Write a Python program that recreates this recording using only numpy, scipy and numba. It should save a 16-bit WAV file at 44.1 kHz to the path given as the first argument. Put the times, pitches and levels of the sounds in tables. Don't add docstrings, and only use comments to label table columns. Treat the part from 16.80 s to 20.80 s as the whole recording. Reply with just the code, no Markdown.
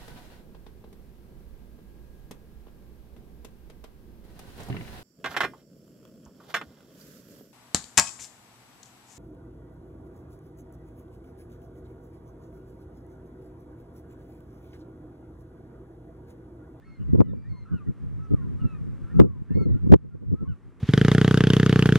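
import sys
import numpy as np
from scipy import signal
from scipy.fft import rfft, irfft
from scipy.io import wavfile
from scipy.ndimage import uniform_filter1d
from numba import njit

SR = 44100
rng = np.random.default_rng(int(sys.argv[2]) if len(sys.argv) > 2 else 0)


def store_wav(level_fs):
    pcm = np.round(np.clip(np.atleast_2d(level_fs), -1, 1) * 32767)
    wavfile.write(sys.argv[1], SR, pcm.T.astype(np.int16))


N = 176400


def undb(db):
    return 10 ** (np.asarray(db) / 20)


def unit(x):
    return x / np.sqrt(np.mean(x ** 2))


def colour(x, points):
    hz, db = np.array(points, float).T
    f = np.maximum(np.fft.rfftfreq(N, 1 / SR), 1)
    return irfft(rfft(x) * undb(np.interp(np.log(f), np.log(hz), db)), N)


def drift(rate, size):
    hold = max(int(SR / rate), 1)
    steps = np.repeat(rng.standard_normal(2000), hold)[:size]
    return 1.7 * uniform_filter1d(uniform_filter1d(steps, hold), hold)


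def stereo(mid, side):
    return np.array([mid + side, mid - side])


def air():
    # (frequency [Hz], relative density [dB])
    spectrum = [(40, 8), (200, 13), (400, 5.5), (700, -10), (1200, -6.5), (1900, -13), (3000, -23),
                (4500, -30), (7000, -32), (10000, -34.5), (12500, -36.5), (14000, -39.5)]
    # (frequency [Hz], side re mid [dB])
    width = [(60, -1.5), (200, -17), (1000, -5.5), (2500, -11.5), (5000, -4.5), (10000, 1)]
    level_db, flicker_db = -48.5, -0.3
    mid, side = (unit(colour(rng.standard_normal(N), spectrum)) * undb(flicker_db * drift(18, N))
                 for _ in range(2))
    return undb(level_db) * stereo(mid, colour(side, width))


def eddies(edge_hz, size):
    # (frequency [Hz], gain [dB])
    port_response = [(20, 5.5), (50, 0), (90, 1.5), (150, 2), (300, -4), (500, -6.5), (700, -20),
                     (1000, -4.5), (1600, -18), (3000, -25)]
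    low_hz, rolloff_order = 58, 3.02
    f = np.fft.rfftfreq(size, 1 / SR)
    band = f ** 2 / (f ** 2 + low_hz ** 2) / np.sqrt(1 + (f / edge_hz) ** (2 * rolloff_order))
    band *= undb(np.interp(f, *np.array(port_response).T))
    pressure = irfft(rfft(rng.standard_normal((2, size))) * band, size)
    window = int(0.016 * SR)
    power = uniform_filter1d(pressure ** 2, window, mode="wrap")
    return pressure / np.sqrt(uniform_filter1d(power, window, mode="wrap"))


def wind():
    # (time [s], relative level [dB])
    breeze = [(0, -52), (.17, -56), (.3, -39), (.62, -49), (.85, -44.5), (1.17, -52), (1.45, -44.5),
              (1.8, -41.5), (2.25, -59.5), (2.5, -30.5), (2.66, -49.5), (3.0, -36.5), (3.25, -41),
              (3.42, -34.5), (3.68, -43.5), (3.82, -63), (4, -54.5)]
    # (centre [s], half width [s], relative level [dB], upper edge [Hz])
    buffets = [ (0.213, .015, -36.5, 197), (0.294, 0.0066, -35.5, 274), (0.334, 0.003, -16.5, 210),
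               (0.353, 0.0065, -20.5, 397), (0.4, 0.016, -18.5, 346), (0.416, 0.0031, -14.5, 760),
               (0.502, 0.056, -32.5, 245), (0.536, 0.004, -34, 514), (0.736, 0.015, -45, 263),
               (0.94, 0.017, -28, 219), (1.092, 0.015, -29.5, 226), (1.248, 0.03, -38.5, 168),
               (1.526, 0.012, -27, 295), (1.542, 0.0047, -21.5, 330), (1.669, 0.075, -39.5, 208),
               (1.826, 0.01, -35, 141), (1.854, 0.012, -28, 222), (2.091, 0.047, -42, 189),
               (2.38, 0.023, -27.5, 222), (2.404, 0.0063, -16.5, 520), (2.418, 0.0091, -17, 345),
               (2.438, 0.02, -21, 369), (2.565, 0.005, -41.5, 220), (2.621, 0.0049, -33.5, 235),
               (2.715, 0.0092, -26.5, 261), (2.757, 0.0041, -26, 414), (2.776, .01, -23.5, 352),
               (2.815, 0.014, -26, 362), (2.867, 0.008, -25, 310), (2.899, 0.014, -30, 317),
               (2.957, 0.013, -30.5, 239), (3.045, 0.011, -28, 177), (3.072, 0.007, -24, 272),
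               (3.103, 0.0052, -19, 266), (3.124, 0.0053, -12, 422), (3.138, 0.0086, -10, 473),
               (3.155, 0.0058, -13.5, 330), (3.25, .015, -40, 316), (3.354, 0.0051, -32.5, 348),
               (3.43, 0.013, -38.5, 390), (3.532, 0.013, -21.5, 297), (3.629, 0.013, -29.5, 274)]
    # (frequency [Hz], gain [dB])
    widening = [(30, 7.5), (80, 15), (300, 10.5), (500, 14), (720, 9.5), (1100, 3), (2000, 8)]
    flutter_db, flutter_per_s = 5, 27
    t = np.arange(N) / SR
    ports = eddies(edge_hz=130, size=N)
    ports *= undb(np.interp(t, *np.array(breeze).T) + flutter_db * drift(flutter_per_s, N))
    for centre, half_width, db, edge_hz in buffets:
        near = np.arange(SR // 2) + max(int(centre * SR) - SR // 4, 0)
        swell = np.exp(-.5 * ((t[near] - centre) / half_width) ** 2)
        puff = eddies(edge_hz, size=len(near)) * swell
        ports[:, near] += undb(db) * puff * np.linalg.norm(swell) / np.linalg.norm(puff, axis=1)[:, None]
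    return stereo(ports[0], colour(ports[1], widening))


def knocks():
    # (time [s], relative level [dB], ring frequency [Hz])
    pulses = [(0.406, 5, 217), (2.395, 2, 199), (2.4, 4, 373), (2.417, 0, 215), (3.121, 3.5, 169),
              (3.130, 8, 334), (3.138, 5.5, 169), (3.145, 3, 301)]
    half_width_s, common_share = 0.001253, 0.17
    t, jolts = np.arange(N) / SR, np.zeros(N)
    for centre, db, hz in pulses:
        near = abs(t - centre) < 10 * half_width_s
        since = t[near] - centre
        envelope = undb(db) * np.exp(-.5 * (since / half_width_s) ** 2)
        jolts[near] += envelope * np.cos(2 * np.pi * hz * since)
    return stereo(common_share * jolts, jolts)


def chip(length, hz, db):
    fall_hz_per_s = 2800
    t = np.arange(int(length * SR)) / SR
    pitch = hz * (1 + 0.01 * drift(200, len(t))) - fall_hz_per_s * t
    return undb(db) * np.hanning(len(t)) * np.sin(2 * np.pi * np.cumsum(pitch) / SR)


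def call(length, opening_hz, middle_hz, closing_hz, first_db, second_db, rasp_depth):
    attack_s, release_s, shimmer_db = 0.013, 0.031, 1.2
    waver, rasp_swing, rasp_hz = .0035, 0.048, 175
    t = np.arange(int(length * SR)) / SR
    hz = np.polyval(np.polyfit([0, .5, 1], [opening_hz, middle_hz, closing_hz], 2), t / length)
    hz *= 1 + waver * drift(70, len(t)) + rasp_swing * rasp_depth * drift(2 * rasp_hz, len(t))
    phase = 2 * np.pi * np.cumsum(hz) / SR
    rasp_rate = rasp_hz * (1 + 0.35 * drift(86, len(t)))
    rasp = 1 + rasp_depth * np.sin(2 * np.pi * np.cumsum(rasp_rate) / SR)
    effort = np.interp(t / length, [0, 0.57, 1], [-.5, .5, -.5])
    harmonics = [(1, first_db, 1.5), (2, second_db, 4), (3, second_db - 18.5, 4)]
    tone = sum(undb(db + swell_db * effort + shimmer_db * drift(60, len(t))) * np.sin(number * phase)
               for number, db, swell_db in harmonics)
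    envelope = np.minimum(t / attack_s, 1) * np.minimum((length - t) / release_s, 1)
    return np.sqrt(2) * tone * rasp * envelope


def birds():
    # (start [s], length [s], opening pitch [Hz], middle pitch [Hz],
    # closing pitch [Hz], fundamental [relative dB], second harmonic [relative dB], rasp depth [0-1])
    calls = [ (0.014, 0.045, 1810, 1835, 1860, -55.5, -79.5, 0.29),
             (0.038, 0.16, 2160, 2160, 2037, -61, -72.5, 0.096),
             (0.054, 0.072, 1390, 1306, 1377, -59.5, -72, 0.22),
             (0.188, 0.065, 1394, 1446, 1380, -63, -71, 0.27),
             (.27, 0.12, 2000, 1980, 1910, -70.5, -89, 0.12),
             (0.431, 0.069, 2020, 1970, 1890, -65, -88, .05),
             (.432, 0.073, 1505, 1480, 1435, -76, -72.5, 0.062),
             (0.478, 0.064, 1910, 1810, 1770, -65, -69, 0.01),
             (0.438, 0.1, 1302, 1305, 1360, -60.5, -90, .08),
             (.535, 0.19, 2330, 2345, 2390, -68.5, -78.5, 0.066),
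             (0.637, 0.069, 1696, 1884, 2060, -57, -85, 0.13),
             (.686, 0.17, 2176, 2118, 2054, -62.5, -65, 0.092),
             (0.725, 0.092, 1099, 998, 930, -56, -75, 0.13),
             (0.849, 0.12, 1360, 1300, 1425, -53.5, -78, 0.86),
             (0.922, 0.079, 1490, 1450, 1380, -50.5, -67.5, 0.19),
             (.965, 0.05, 1453, 1300, 1160, -63, -60, 0.15),
             (0.991, 0.055, 1288, 1189, 1110, -50.5, -83, 0.19),
             (1.064, 0.046, 1410, 1364, 1370, -57.5, -76, 0.1),
             (1.06, 0.032, 1950, 1885, 1910, -56, -85, 0.06),
             (1.37, 0.039, 2240, 2160, 2170, -67.5, -106, 0.091),
             (1.387, 0.11, 1286, 1304, 1285, -54.5, -78, 0.077),
             (1.502, 0.09, 1272, 1240, 1096, -55, -87, 0.17),
             (1.568, 0.12, 1121, 1051, 940, -60, -81.5, 0.11),
             (1.575, 0.057, 1850, 1836, 1860, -64, -90, 0.11),
             (1.605, 0.054, 1407, 1403, 1390, -60.5, -84, 0.16),
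             (1.787, 0.094, 1290, 1308, 1350, -53, -85, 0.11),
             (1.799, 0.039, 1465, 1430, 1390, -62, -60.5, 0.093),
             (1.843, 0.14, 1376, 1301, 1207, -55, -62.5, 0.12),
             (1.94, 0.048, 1850, 1783, 1810, -61, -92, 0.12),
             (1.965, 0.085, 1244, 1092, 1090, -66, -109, 0.22),
             (2.22, 0.13, 1353, 1374, 1440, -62, -83, 0.46),
             (2.288, 0.054, 1596, 1810, 1800, -58.5, -84, 0.15),
             (2.332, 0.14, 1335, 1310, 1323, -56.5, -76, 0.39),
             (2.448, 0.15, 1212, 1082, 900, -57.5, -84, 0.25),
             (2.687, 0.086, 1700, 1780, 1930, -57.5, -91, 0.44),
             (2.695, 0.063, 1330, 1355, 1360, -76, -68.5, 0.14),
             (2.736, .085, 2095, 2185, 2225, -55.5, -67, 0.046),
             (2.788, 0.079, 2184, 2170, 2040, -56.5, -60.5, 0.1),
             (2.766, 0.025, 1260, 1170, 1120, -54, -75, 0.18),
             (2.782, 0.083, 1320, 1340, 1320, -50.5, -79, 0.087),
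             (2.871, 0.11, 2010, 1920, 1820, -65.5, -79, 0.26),
             (2.935, 0.068, 1356, 1396, 1460, -55.5, -78, 0.096),
             (3.188, 0.095, 1365, 1280, 1310, -66.5, -88, 0.077),
             (3.298, 0.064, 1430, 1397, 1410, -59, -84, 0.044),
             (3.545, 0.11, 1223, 1317, 1290, -53, -85, 0.078),
             (3.638, 0.057, 1050, 1098, 1080, -52.5, -73, 0.51),
             (3.674, 0.08, 1500, 1430, 1160, -53, -67, 0.16),
             (3.75, 0.038, 1110, 1150, 1170, -58, -84, 0.024)]
    # (start [s], length [s], opening pitch [Hz], relative level [dB])
    chips = [(.06, .06, 5350, -77), (1.42, .06, 5950, -75), (1.425, .05, 5250, -80)]
    level_db, bank_db, bank_delay_s = -1, -12, 0.0049
    shore_db, shore_t60_s, shore_rise_s = -16, .2, 0.012
    direct = np.zeros(2 * N)
    for source, events in ((call, calls), (chip, chips)):
        for start, *shape in events:
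            voice, i = source(*shape), int(start * SR)
            direct[i:i + len(voice)] += voice
    t = np.arange(SR) / SR
    decay = np.exp(-np.log(1000) * t / shore_t60_s) * (1 - np.exp(-t / shore_rise_s))
    tails = rng.standard_normal((2, SR)) * decay
    shore_mid, shore_side = (
        undb(shore_db) * signal.fftconvolve(direct[:N], tail / np.linalg.norm(tail))[:N]
        for tail in tails)
    bank = undb(bank_db) * np.roll(direct, int(bank_delay_s * SR))[:N]
    return undb(level_db) * stereo(direct[:N] + shore_mid, shore_side + bank)


def scene():
    return birds() + air() + wind() + knocks()


@njit
def duck(excess_db, attack_s, release_s, start_db):
    cut_db, held_db = np.empty(len(excess_db)), start_db
    for i in range(len(excess_db)):
        time_constant = attack_s if excess_db[i] > held_db else release_s
        held_db += (excess_db[i] - held_db) / (time_constant * SR)
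        cut_db[i] = held_db
    return cut_db


def overload(x):
    # (frequency [Hz], gain [dB])
    spectrum = [(200, -7), (2000, -4.5), (5000, -20.5), (10000, -21.5), (13000, -21)]
    knee, crackle_db = 0.19, -38
    clipped = np.clip(x, -1, 1)
    strain = np.maximum(abs(clipped) - knee, 0)
    return clipped + undb(crackle_db) * strain * colour(rng.standard_normal((2, N)), spectrum)


def record(dry):
    # (frequency [Hz], gain [dB])
    response = [(10, -20), (40, 0), (9000, 0), (11500, -2), (13000, -7), (15500, -12)]
    knee_db, slope, lag_s, top_hz = -7.5, 0.84, .026, 15600
    peak_db = 20 * np.log10(abs(dry).max(axis=0) + 1e-9)
    excess_db = slope * np.maximum(peak_db - knee_db, 0)
    cut_db = duck(excess_db, attack_s=0.0012, release_s=0.96, start_db=6.5)
    t = np.arange(N) / SR
    clipped = overload(dry * undb(-np.interp(t - lag_s, t, cut_db)))
    lowpass = signal.ellip(8, .1, 70, top_hz, fs=SR, output="sos")
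    return signal.sosfilt(lowpass, colour(clipped, response))


dry = scene()
out = record(dry)
store_wav(out)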